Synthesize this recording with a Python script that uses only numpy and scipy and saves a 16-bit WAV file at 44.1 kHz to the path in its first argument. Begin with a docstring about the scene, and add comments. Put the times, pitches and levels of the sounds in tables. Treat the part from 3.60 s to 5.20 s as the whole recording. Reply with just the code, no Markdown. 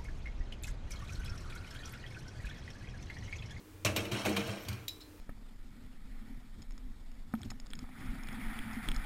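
"""Air noise and a wavering appliance hum, made of filtered and resonated noise, fill a quiet room throughout.
From 0.25 s a glass lid set down on a kitchen counter knocks, rocks and drags on its rim: random contacts
excite the glass, while decaying sines and resonated contacts and noise make the counter drum below.
From 1.08 s its metal fittings clink, as noise ticks with decaying sine modes. A brief rub ends it at 1.41 s.
Sparse, decaying reflections spread the sounds of the lid and fittings through the kitchen."""
import sys
import numpy as np
from scipy import signal
from scipy.fft import rfft, irfft
from scipy.io import wavfile

SR = 44100
rng = np.random.default_rng(int(sys.argv[2]) if len(sys.argv) > 2 else 0)


def unload_audio(sound):
    """Save the sound as a 16-bit wav file, at the path given as the first command line argument."""
    columns = np.transpose(np.atleast_2d(sound))
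    # keep every value between -1 and 1, then stretch to whole-number steps
    steps = np.round(np.clip(columns, -1, 1) * 32767)
    wavfile.write(sys.argv[1], SR, steps.astype(np.int16))


N = 70560  # 1.6 s

# Spectrum of the room air. Each row: frequency in Hz, relative density in dB per Hz.
AIR_SPECTRUM = [(12, -34), (20, 8), (99, -7.5), (124, -36), (151, -13.5), (265, -9.5), (314, 1),
                (361, -14.5), (634, -19.5), (709, -23), (939, -18), (4930, -28.5), (15200, -31),
                (16500, -29)]
AIR_LEVEL_DB = -56.5
# Resonances of the hum. Each row: frequency in Hz, width in Hz, rms level in dB.
HUM_BANDS = [(93.5, 5.7, -57), (307.7, 2.3, -65), (437, 75, -65), (2417, 8, -77.5)]

# Thuds of the counter. Each row: start in seconds, level in dB, frequency in Hz, decay T60 in seconds.
COUNTER_THUDS = [(0.248, -25.5, 111, 0.16), (.375, -31.5, 104, 0.24), (.518, -30.5, 116.4, 0.15),
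                 (.655, -59, 104, .25), (0.769, -52, 120, 0.14), (1.056, -34, 87, 0.12),
                 (1.088, -26, 93, 0.13), (1.125, -45.5, 108.7, 0.43)]
# Blows that strike the counter's drum. Each row: start in seconds, level in dB.
DRUM_BLOWS = [(.255, -37.5), (.39, -38.5), (.52, -42), (.662, -33.5), (.70, -34), (0.776, -35.5),
              (.90, -46), (1.089, -52.5)]
# Drum modes of the counter. Each row: frequency in Hz, level in dB relative to the blow, T60 in seconds.
COUNTER_DRUM_MODES = [(202.05, 0.5, 0.55), (329.9, -4.5, 0.25), (463.6, -1.5, 0.35), (641, -8, 0.13)]
THUD_RISE_S = 0.008

# Knocks of the rim. Each row: start in seconds, then relative levels in dB of rattle, glass body, treble snap.
RIM_KNOCKS = [(0.2488, -15, -28, -62), (0.3626, -17.5, -35, -46), (0.4529, -33.5, -53, -50),
              (0.5172, -26.5, -41, -46), (0.548, -36, -60, -65), (0.6514, -26.5, -40, -47),
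              (0.6584, -34.5, -35, -42), (0.6914, -45, -38, -47), (0.7652, -21.5, -39, -43),
              (0.8734, -53, -56, -48.5), (1.049, -39.5, -49, -60)]
RATTLE_OFFSET_DB = -10
RATTLE_T60_S, BODY_T60_S, SNAP_T60_S = 0.075, 0.058, 0.076
# Contact rates per second, and mean excess in dB of a contact's strength (before its cap)
RATTLE_PER_S, RATTLE_SPREAD_DB = 6400, 1
DRAG_PER_S, DRAG_SPREAD_DB = 4500, 2.3
# Rocking and dragging. Each row: time in seconds, then relative levels in dB of scrape, glass body, counter
# drum, counter boom, treble.
DRAG_CURVES = [(0.26, -31, -37, -31.5, -52, -40), (0.296, -45.5, -40, -50, -38.5, -58),
               (0.35, -57.5, -53.5, -54, -43, -70), (0.368, -39.5, -33, -41, -64, -38),
               (0.398, -44, -43, -40.5, -54, -57), (0.51, -57, -51, -52, -61, -67),
               (0.518, -41.5, -45, -36.5, -48, -53), (0.618, -44, -45, -58.5, -62, -56.5),
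               (0.64, -49.5, -71, -52, -38, -58), (0.662, -33.5, -29.5, -50, -60, -45),
               (0.68, -44, -65, -33.5, -36, -59), (0.7, -41, -33.5, -40.5, -74, -52.5),
               (0.758, -49, -47.5, -44, -58, -56), (0.766, -39.5, -36.5, -42, -55, -50),
               (0.844, -49, -49, -43.5, -47, -58), (0.886, -46, -44, -70, -42, -55),
               (0.938, -49, -44, -57.5, -64, -64.5), (1.038, -56, -59, -68, -73, -55.5),
               (1.078, -57, -63, -51.5, -58, -68), (1.086, -46, -51, -49, -57, -50),
               (1.104, -51.5, -63, -50, -42.5, -64), (1.26, -66, -70, -72, -54.5, -68)]
# Spectra of rattle, scrape and treble. Each row: frequency in Hz, relative density in dB per Hz.
RATTLE_SPECTRUM = [(350, -37), (600, -14), (1610, -11.5), (2500, 3), (3830, -2), (4910, -9), (5480, -5.5),
                   (8740, -7.5), (10500, -18), (11800, -9.5), (16000, -29)]
SCRAPE_SPECTRUM = [(350, -35), (600, 2), (869, -7.5), (1240, -7), (1350, -2.5), (2370, -15.5),
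                   (4110, -11.5), (4980, -17), (8620, -13), (16000, -42)]
TREBLE_SPECTRUM = [(4000, -35), (7500, 0), (9200, -2.5), (10400, -10), (12000, -1.5), (16000, -10)]
# Resonances of the ringing lid, its glass body, the counter drum and the counter boom. Each row: frequency in
# Hz, width in Hz, relative level in dB.
LID_BANDS = [(1203, 290, 4), (1596, 33, -2), (2260, 170, 3), (2435, 85, 7), (2670, 62, 6), (2936, 110, 4.5),
             (3213, 116, 5), (3774, 90, -4), (4100, 240, -4), (5470, 120, -1.5), (5920, 93, -7),
             (6360, 52, -10), (7330, 50, -22)]
BODY_BANDS = [(562, 16, -9), (626, 90, 3.5), (691, 76, -1.5), (820, 210, -6.5), (1020, 420, -6.5),
              (1300, 140, -12.5)]
DRUM_BANDS = [(206, 8.4, 0.5), (236, 10, -3), (321.8, 8, -4), (339, 18.6, 2.5), (374, 21, -2),
              (466.7, 14, -3)]
COUNTER_BANDS = [(83.6, 25, -12), (107.5, 18.4, 11), (127, 8.3, -9)]
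KNOCK_RING_DB, SCRAPE_RING_DB = -7.0, -4.0
DRIFT_DB, DRIFT_POINTS = 8.0, 90  # largest drift of a resonance, random points over the whole sound
LOW_CUT_HZ = 68

# Clinks of the fittings. Each row: start in seconds, then levels in dB of knob ring, rim ring, tick.
FITTING_CLINKS = [(1.0841, -75, -43.5, -36.5), (1.128, -75, -60, -43.5), (1.2806, -31.5, -60, -33),
                  (1.36, -78, -75, -56), (1.405, -55, -75, -58)]
# Modes of the knob and of the metal rim. Each row: frequency in Hz, level in dB relative to the blow,
# T60 in seconds.
KNOB_MODES = [(2503, -15, .05), (3548, -18, .1), (3770, -6, .05), (3838, 0, .065), (3903, -6, .13),
              (3975, -5, .11), (4080, -8, .04), (5206, -16, .14), (6595, -14, .05), (7203, -4, .032),
              (8333, -18, .06), (10740, -22, .1), (13990, -7, .062)]
RIM_MODES = [(3900, -7, .025), (4300, -1, .03), (4650, 0, .03), (6750, -3, .04), (8500, 0, .04),
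             (10800, -3, .035), (11900, -5, .035), (13990, -3, .1)]
# Spectrum of the tick. Each row: frequency in Hz, relative density in dB per Hz.
TICK_SPECTRUM = [(1200, -30), (2200, 3), (4500, 5), (8000, -5.5), (10300, -7), (12000, -2), (16000, -9.5)]
TICK_T60_S, CLINK_RISE_S = 0.042, 0.002

# Resonances of the last brief rub. Each row: frequency in Hz, width in Hz, relative level in dB.
SETTLE_BANDS = [(4200, 120, 0), (4050, 120, -4), (5200, 100, -10), (7300, 200, -12)]
SETTLE_S, SETTLE_DB, SETTLE_T60_S = 1.408, -51, 0.17

# Decay of the kitchen reflections. Each row: frequency in Hz, T60 in seconds.
ROOM_DECAY = [(100, 0.13), (600, 0.87), (2500, 0.29), (10000, 0.28)]
ROOM_LEVEL_DB = -10.5
EDGE_HZ = 16000


def gain_of(db):
    """Logarithmic level: 20 dB is a factor of ten in amplitude."""
    return 10 ** (np.asarray(db) / 20)


def evened(x):
    """Normalisation of power: scales a signal to rms 1."""
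    return x / np.sqrt(np.mean(x ** 2) + 1e-20)


def read(points, hz):
    """Interpolation of a table on a logarithmic frequency axis."""
    f, value = np.transpose(points)
    return np.interp(np.log(hz + 1), np.log(f + 1), value)


def colour(x, points):
    """Minimum-phase filtering: the folded cepstrum of a spectrum gives a causal response, here of energy 1."""
    log_gain = np.log(gain_of(read(points, np.fft.rfftfreq(4096, 1 / SR))))
    cepstrum = irfft(log_gain)
    causal = cepstrum * np.r_[1, 2 * np.ones(2047), 1, np.zeros(2047)]
    taps = irfft(np.exp(rfft(causal)))[:2048]
    return signal.oaconvolve(x, taps / np.linalg.norm(taps))[:N]


def resonances(x, table):
    """Modal resonance: each mode answers as a damped sine, wider modes dying sooner; total energy is 1."""
    t = np.arange(SR // 3) / SR
    taps = np.zeros(len(t))
    for hz, width, db in table:
        damping = np.exp(-np.pi * width * t)
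        taps += gain_of(db) * np.sqrt(width) * damping * np.sin(2 * np.pi * hz * t)
    return signal.oaconvolve(x, taps / np.linalg.norm(taps))[:N]


def wandering(x, table):
    """Varying modal excitation: resonance strengths drift separately as the contact point moves."""
    drift = np.tanh(signal.resample(rng.standard_normal((DRIFT_POINTS, len(table))), N))
    out, power = np.zeros(N), 0
    for k, (hz, width, db) in enumerate(table):
        drive = x * gain_of(DRIFT_DB * drift[:, k])
        out += gain_of(db) * resonances(drive, [(hz, width, 0)])
        power += gain_of(2 * db)
    return out / np.sqrt(power)


def contacts(per_s, spread_db):
    """Random impulsive excitation: tiny contacts of either sign, a few of them strong, at rms 1."""
    draw = rng.random((N, 3))
    excess = np.minimum(-np.log(draw[:, 0] + 1e-9), 5)  # exponential spread, capped
    size = gain_of(spread_db * excess) * np.sign(draw[:, 1] - 0.5)
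    return evened(size * (draw[:, 2] < per_s / SR))


def dying(times, dbs, t60):
    """Exponential decay: the envelope jumps at each time and each jump falls 60 dB in one T60."""
    t = np.arange(N) / SR
    return sum(gain_of(db - 60 * np.maximum(t - s, 0) / t60) * (t >= s) for s, db in zip(times, dbs))


def room_tone():
    """Stationary noise: filtered air noise, with narrow noise-driven resonances whose beating wavers as hum."""
    out = gain_of(AIR_LEVEL_DB) * colour(rng.standard_normal(N), AIR_SPECTRUM)
    for hz, width, db in HUM_BANDS:
        band = resonances(rng.standard_normal(N), [(hz, width, 0)])
        out = out + gain_of(db) * evened(band)
    return out


def thuds():
    """Free vibration: soft pushes ring the counter's lowest mode and its drum modes."""
    t = np.arange(N) / SR
    rows = list(COUNTER_THUDS)
    for s, blow_db in DRUM_BLOWS:
        rows += [(s, blow_db + db, hz, t60) for hz, db, t60 in COUNTER_DRUM_MODES]
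    out = np.zeros(N)
    for s, db, hz, t60 in rows:
        rise = np.clip((t - s) / THUD_RISE_S, 0, 1)
        out += dying([s], [db], t60) * rise * np.sin(2 * np.pi * hz * (t - s))
    return out


def rim_contact(hits, scraping, fizz):
    """Contact noise and modal ringing: knocks and scrapes sound at the rim and ring the lid."""
    noise = colour(hits, RATTLE_SPECTRUM) + colour(scraping, SCRAPE_SPECTRUM)
    ring_drive = gain_of(KNOCK_RING_DB) * hits + gain_of(SCRAPE_RING_DB) * scraping
    return noise + wandering(ring_drive, LID_BANDS) + colour(fizz, TREBLE_SPECTRUM)


def lid():
    """Forced vibration: knocks and drag drive the rim, the glass body and the counter."""
    t = np.arange(N) / SR
    start, rattle_db, body_db, snap_db = np.transpose(RIM_KNOCKS)
    at, *curves = np.transpose(DRAG_CURVES)
    scrape, body, drum, boom, treble = [gain_of(np.interp(t, at, c, -120, -120)) for c in curves]

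    chatter = contacts(RATTLE_PER_S, RATTLE_SPREAD_DB)
    rub = contacts(DRAG_PER_S, DRAG_SPREAD_DB)
    body_noise, boom_noise = rng.standard_normal((2, N))
    hits = dying(start, rattle_db + RATTLE_OFFSET_DB, RATTLE_T60_S) * chatter
    fizz = treble * rub + dying(start, snap_db, SNAP_T60_S) * chatter
    body_drive = body * rub + dying(start, body_db, BODY_T60_S) * body_noise

    out = rim_contact(hits, scrape * rub, fizz)
    out = out + resonances(body_drive, BODY_BANDS)
    out = out + resonances(drum * rub, DRUM_BANDS)
    out = out + resonances(boom * boom_noise, COUNTER_BANDS)
    out = out + thuds() + settling_rub(rub)
    low_cut = signal.butter(3, LOW_CUT_HZ, "high", fs=SR, output="sos")
    return signal.sosfilt(low_cut, out)


def clinks():
    """Impact and modal decay: short noise ticks, with sine modes of the knob and the metal rim."""
    t = np.arange(N) / SR
    tick_noise = colour(rng.standard_normal(N), TICK_SPECTRUM)
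    out = np.zeros(N)
    for start, knob_db, rim_db, tick_db in FITTING_CLINKS:
        sound = dying([start], [tick_db], TICK_T60_S) * tick_noise
        for modes, blow_db in ((KNOB_MODES, knob_db), (RIM_MODES, rim_db)):
            for hz, db, t60 in modes:
                sound += dying([start], [blow_db + db], t60) * np.sin(2 * np.pi * hz * (t - start))
        out += sound * np.clip((t - start) / CLINK_RISE_S, 0, 1)
    return out


def settling_rub(rub):
    """Frictional excitation: a last dying burst of contacts drives a few resonances."""
    return resonances(dying([SETTLE_S], [SETTLE_DB], SETTLE_T60_S) * rub, SETTLE_BANDS)


def kitchen(x):
    """Reverberation: sparse reflections of random sign, each band dying at its own speed."""
    taps = np.zeros(SR // 2)
    at = np.arange(200, SR // 2 - 20, 20)  # one reflection in every 20 samples
    taps[at + rng.integers(0, 20, len(at))] = rng.choice([-1.0, 1.0], len(at))
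    hz, t, bands = signal.stft(taps, SR, nperseg=256)
    decay = gain_of(-60 * t / read(ROOM_DECAY, hz)[:, None])
    tail = signal.istft(bands * decay, SR, nperseg=256)[1]
    return signal.fftconvolve(x, tail / np.linalg.norm(tail))[:N]


def scene():
    """Superposition: the direct sound, its reflections and the room tone add."""
    near = lid() + clinks()
    return (near + gain_of(ROOM_LEVEL_DB) * kitchen(near) + room_tone())[None]


def record(dry):
    """Band limitation: a linear-phase low-pass removes the highest treble."""
    low_pass = signal.firwin(511, EDGE_HZ, window=("kaiser", 9), fs=SR)
    return signal.oaconvolve(dry, low_pass[None], "same")


dry = scene()
out = record(dry)
unload_audio(out)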